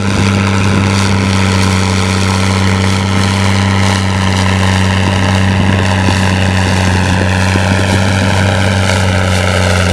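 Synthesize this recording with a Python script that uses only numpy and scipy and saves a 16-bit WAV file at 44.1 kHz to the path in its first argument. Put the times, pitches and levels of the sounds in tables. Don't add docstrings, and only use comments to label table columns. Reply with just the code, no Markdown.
import sys
import numpy as np
from scipy import signal
from scipy.fft import rfft, irfft
from scipy.io import wavfile
from scipy.ndimage import uniform_filter1d, map_coordinates

SR = 44100
rng = np.random.default_rng(int(sys.argv[2]) if len(sys.argv) > 2 else 0)


def gain_from_db(level_db):
    decades = np.asarray(level_db, float) / 20
    return 10 ** decades


def to_wav(sig):
    pcm = np.clip(np.atleast_2d(sig), -1, 1) * 32767
    pcm = np.round(pcm).astype(np.int16)
    wavfile.write(sys.argv[1], SR, pcm.T)


N = 437472


def curve(table):
    seconds, values = np.transpose(table)
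    return np.interp(np.arange(N) / SR, seconds, values)


def colour(x, points, dips=()):
    hz = np.arange(4097) * SR / 8192 + 1
    points_hz, points_db = np.transpose(points)
    db = np.interp(np.log(hz), np.log(points_hz), points_db)
    for dip_hz, width_hz, dip_db in dips:
        db = db + dip_db * np.exp(-((hz - dip_hz) / width_hz) ** 2)
    cepstrum = irfft(db * np.log(10) / 20)
    cepstrum[1:4096] *= 2
    cepstrum[4097:] = 0
    y = signal.fftconvolve(x, irfft(np.exp(rfft(cepstrum))))[:N]
    return y / np.sqrt(np.mean(y ** 2))


def walk(rate_hz):
    hold = int(SR / rate_hz)
    steps = np.repeat(rng.standard_normal(N // hold + 1), hold)
    y = uniform_filter1d(uniform_filter1d(steps, hold), hold)[:N]
    return y / y.std()


def swells(table, lull_db):
    t = np.arange(0, N, 64)[:, None] / SR
    mid_s, half_width_ms, peak_db = np.transpose(table)
    bells = np.exp(-.5 * (1000 * (t - mid_s) / half_width_ms) ** 2)
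    power = gain_from_db(lull_db) ** 2 + (gain_from_db(peak_db) ** 2 * bells).sum(axis=1)
    return np.interp(np.arange(N) / SR, t[:, 0], 10 * np.log10(power))


# time in seconds, firing rate in Hz.
FIRING_RATE = [(0.0, 98.66), (0.863, 97.68), (0.95, 98.09), (1.697, 94.68), (2.692, 95.82), (2.76, 95.65),
               (3.367, 97.05), (3.785, 96.98), (4.19, 94.87), (4.724, 94.37), (5.69, 95.71), (6.707, 93.33),
               (6.977, 92.07), (7.932, 95.7), (7.991, 96.56), (8.594, 96.47), (9.371, 92.55), (9.92, 90.72)]


def firing_phase():
    return np.cumsum(curve(FIRING_RATE)) / SR + .1


# time in seconds, distance in m.
DISTANCE_M = [
    (0, 13.3),
    (.7, 13.2),
    (1.3, 12.5),
    (2.7, 12),
    (4.2, 11),
    (5.3, 10.3),
    (6.9, 9.8),
    (7.9, 8.8),
    (9.92, 7.7),
]


def approach_m():
    return curve(DISTANCE_M)


# time in seconds, loudness in dB.
LOUDNESS = [(0, -15.5), (.25, -11), (.9, -11.5), (1.1, -11.5), (1.6, -11), (1.9, -13), (2.8, -11),
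            (3.05, -13), (3.3, -11.5), (3.9, -10.5), (4.02, -13), (4.4, -11), (5.3, -10.5), (5.8, -11),
            (7.15, -11.5), (7.5, -11), (9, -11.5), (9.9, -11)]


def ridden_loudness_db():
    return curve(LOUDNESS)


# middle in seconds, half-width in ms, peak in dB.
AIR_EDDIES = [(0.208, 120, -28.5), (0.641, 132, -30), (0.989, 52, -24), (1.522, 220, -27.5),
              (1.631, 11, -26), (2.226, 360, -26), (2.926, 58, -26.5), (3.235, 88, -27.5),
              (3.512, 130, -28.5), (3.906, 62, -25.5), (4.255, 120, -32), (4.39, 27, -25.5),
              (4.728, 86, -30.5), (4.839, 500, -32), (5.383, 42, -34), (5.898, 41, -30), (6.178, 107, -27),
              (6.445, 25, -33), (6.765, 143, -27.5), (7.089, 45, -29.5), (7.522, 210, -29),
              (7.927, 24, -29), (8.13, 220, -30.5), (8.388, 15, -29.7), (8.649, 100, -30.5),
              (8.928, 88, -27), (9.357, 25, -29), (9.68, 310, -28.5)]


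def air_treble_db():
    return swells(AIR_EDDIES, lull_db=-37)


def tone(phase, *orders_db):
    turns_rad = (0, np.pi, 0)
    wobble = gain_from_db(.5 * walk(25))
    out = np.zeros(N)
    for k, db in enumerate(orders_db):
        out += 2 ** .5 * gain_from_db(db) * np.cos(2 * np.pi * (k + 1) * phase + turns_rad[k])
    return wobble * out


# multiple of the turn rate, level in dB.
CRANK_ORDERS = [(4, -43), (5, -46), (7, -37), (8, -35), (10, -37), (11, -33), (12, -39), (13, -31),
                (14, -27), (15, -39), (16, -34), (17, -28), (18, -45), (19, -35), (20, -38), (21, -42),
                (22, -49), (23, -52), (24, -44), (25, -35), (26, -41), (27, -43), (28, -39), (29, -43),
                (30, -54), (31, -50), (32, -46)]


def lope(phase):
    knots = np.linspace(0, N, 24)
    turn_rad = 2 * np.pi * (phase - .5) / 3
    families_rad = 2 * np.pi * rng.random(3)
    out = np.zeros(N)
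    for order, db in CRANK_ORDERS:
        drift_db = .8 * rng.standard_normal(len(knots))
        level = np.interp(np.arange(N), knots, gain_from_db(db + 2.5 + drift_db))
        stray_rad = 1.1 * rng.standard_normal()
        out += level * np.cos(order * turn_rad + families_rad[order % 3] + stray_rad)
    return out


# lateness in ms, level in dB.
MANIFOLD = [(1.3, 0), (-.9, 1), (.2, -1), (1.4, -2.5), (-.8, 2.5), (.1, -1.5)]
# time in seconds, extra level in dB.
LOUD_FIRINGS = [(.47, 6), (3.463, 5), (4.494, 5), (4.97, 5), (5.162, 5), (5.286, 5), (5.665, 6), (5.726, 5),
                (5.789, 5), (5.946, 6), (8.487, 6), (8.895, 7), (9.214, 4), (9.8, 5)]


def cylinder_pulses(phase):
    firing = phase.astype(int)
    count = firing[-1] + 1
    late_ms, level_db = np.array(MANIFOLD)[np.arange(count) % len(MANIFOLD)].T
    level_db = level_db - level_db.mean()
    for s, extra_db in LOUD_FIRINGS:
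        level_db[firing[int(s * SR) + 60]] += extra_db
    return late_ms, level_db


# frequency in Hz, level in dB.
ROAR_COLOUR = [(150, -7), (250, 4.5), (400, 6), (600, 8), (900, 3.5), (1400, 6.5), (2000, 1.5), (2800, 0.5),
               (3600, -9), (5000, -21.5), (8000, -59), (14000, -78)]
# frequency in Hz, level in dB.
HISS_COLOUR = [(2000, -18.5), (3200, -6), (4200, 2.5), (6000, -1), (8000, -8), (9500, -8.5), (11000, -21.5),
               (12500, -32), (14000, -38), (15200, -45), (17000, -74)]
# frequency in Hz, width in Hz, level in dB.
STACK_DIPS = [(318, 72, -6.5), (446, 57, 1.5), (728, 66, -11.5), (1169, 82, -14), (1425, 78, -2.5),
              (5140, 120, -9)]


def jet(phase, roar_db, hiss_db):
    firing = phase.astype(int)
    late_ms, cylinder_db = cylinder_pulses(phase)
    count = len(cylinder_db)
    late_chance, crack_chance, flare_chance, hiss_chance = np.clip(rng.standard_normal((4, count)), -1.8, 1.8)

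    opens = np.interp(np.arange(count) + .3624, phase, np.arange(N))
    opens = opens + (late_ms + .069 * late_chance) * SR / 1000
    cracks = np.zeros(N)
    cracks[np.clip(opens.astype(int), 0, N - 1)] = -gain_from_db(cylinder_db + 1.8 * crack_chance)
    cracks = colour(cracks, [(1000, 0), (1600, -9), (3000, -18)])
    cracks = colour(cracks, ROAR_COLOUR, STACK_DIPS)

    def flare(mid, sharpness):
        return np.exp(sharpness * (np.cos(2 * np.pi * (phase - mid)) - 1))

    roar_flare_db = .8 * cylinder_db + flare_chance
    hiss_flare_db = .5 * cylinder_db + .6 * flare_chance + 2.4 * hiss_chance
    roar_gate = .42 + flare(.47, 1.4) * gain_from_db(roar_flare_db)[firing]
    hiss_gate = .25 + flare(.38, 2.2) * gain_from_db(hiss_flare_db)[firing]
    gas = rng.standard_normal(N) * gain_from_db(1.07 * walk(900))
    roar = colour(gas * roar_gate, ROAR_COLOUR, STACK_DIPS) + gain_from_db(-9) * cracks
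    hiss = colour(gas * gain_from_db(2.85 * walk(2500)) * hiss_gate, HISS_COLOUR, STACK_DIPS)
    return gain_from_db(roar_db + 1.5) * roar + gain_from_db(hiss_db) * hiss


def soil(x, metres):
    stack_height_m, microphone_height_m = 2.7, .7
    lag_ms = 2 * stack_height_m * microphone_height_m / metres / .343
    dull = signal.sosfiltfilt(signal.butter(2, 5000, fs=SR, output="sos"), x)
    dull = .7 * dull + .3 * x
    late = (lag_ms + .008 * walk(6)) * SR / 1000
    echo = map_coordinates(dull, [np.arange(N) - late], order=3, mode="nearest")
    strength = .57 - .022 * np.maximum(metres - 10, 0)
    return (x + strength * echo) / np.sqrt(1 + strength ** 2)


# frequency in Hz, level in dB.
CLOD_COLOUR = [(1500, -32), (3500, 6.5), (6000, 3), (9500, 2.5), (12000, -10), (14000, -22), (16000, -55),
               (20000, -86)]


def crumble(level_db, flutter_db):
    grit = rng.standard_normal(N) * gain_from_db(3.23 * walk(600) + walk(10))
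    return gain_from_db(level_db + 1.15 * flutter_db) * colour(grit, CLOD_COLOUR)


# frequency in Hz, level in dB.
BUFFET_COLOUR = [(20, -21), (45, -9), (80, 1), (140, 2), (250, -0.5), (400, -10), (700, -15), (1500, -35),
                 (5000, -99)]
# middle in seconds, half-width in ms, peak in dB.
GUST_SWELLS = [(0.145, 46, -31.5), (0.38, 17, -28), (0.744, 85, -31), (1.127, 34, -33), (1.242, 15, -29),
               (1.607, 125, -39), (1.993, 39, -35.6), (2.696, 26.3, -35), (2.984, 34, -32),
               (3.197, 43, -32.5), (4.221, 41, -35), (4.495, 91, -53), (5.006, 14, -35),
               (5.181, 127, -34.5), (5.643, 87, -30), (6.208, 150, -32.8), (6.728, 28, -29),
               (7.087, 130, -32), (8.022, 45, -49), (8.168, 16, -43), (8.234, 300, -31.5),
               (9.137, 120, -36), (9.911, 22, -29), (9.996, 500, -45)]
# start in seconds, peak in dB, pitch in Hz.
WIND_THUMPS = [(0.078, -14, 221), (0.116, -15, 288), (0.605, -11, 223), (0.736, -12, 286), (0.77, -9, 221),
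               (5.072, -11, 261), (5.595, -18, 221), (5.608, -9, 216), (5.689, -9, 221), (5.738, -10, 431),
               (5.751, -16, 480), (5.797, -10, 416), (6.083, -6, 275), (6.236, -20, 229), (6.337, -24, 258),
               (6.481, -12, 231), (6.665, -10, 266), (6.873, -12, 223), (6.933, -34, 221), (6.95, -13, 340),
               (7.104, -24, 221), (7.21, -8, 400), (7.525, -19, 300), (7.554, -5, 280), (7.622, -21, 248),
               (7.713, -9, 221), (7.79, -8, 270), (7.923, -9, 231), (7.938, -10, 304)]


def wind():
    lumpy = rng.standard_normal(N) * gain_from_db(2.1 * walk(40))
    buffet = colour(lumpy, BUFFET_COLOUR) * gain_from_db(swells(GUST_SWELLS, lull_db=-51) + 12.5)
    late_s, rise_cycles = .0039, .36
    t = np.arange(int(.05 * SR)) / SR
    for s, db, hz in WIND_THUMPS:
        i = int((s + late_s) * SR)
        rise = hz * t / rise_cycles
        puff = np.sin(2 * np.pi * hz * t) * rise * np.exp(1 - rise) * gain_from_db(db + 6.5)
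        buffet[i:i + len(t)] += puff[:N - i]
    return buffet


def scene():
    phase, metres = firing_phase(), approach_m()
    ride_db, air_db = ridden_loudness_db(), air_treble_db()
    near_db = 20 * np.log10(metres[0] / metres)
    flutter_db = air_db - air_db.mean()

    second_near_db = -.89 * near_db
    hum = tone(phase, ride_db - 2, ride_db - 4 + second_near_db, ride_db - 17.5 + second_near_db)

    roar_db = -18.5 + ride_db - ride_db.mean() + .15 * near_db + .29 * flutter_db
    hiss_db = air_db + 2.5 - .2 * near_db
    stack = lope(phase) + jet(phase, roar_db, hiss_db)

    grit = crumble(-35.5 + 1.3 * near_db, flutter_db)
    return (hum + soil(stack, metres) + grit + wind())[None]


def top_cut(x):
    return signal.sosfilt(signal.butter(12, 15750, fs=SR, output="sos"), x)


def record(dry):
    low_pass = signal.ellip(8, .2, 60, 15750, fs=SR, output="sos")
    mix = signal.sosfilt(low_pass, np.clip(dry, -1, 1))
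    return top_cut(mix)


dry = scene()
out = record(dry)
to_wav(out)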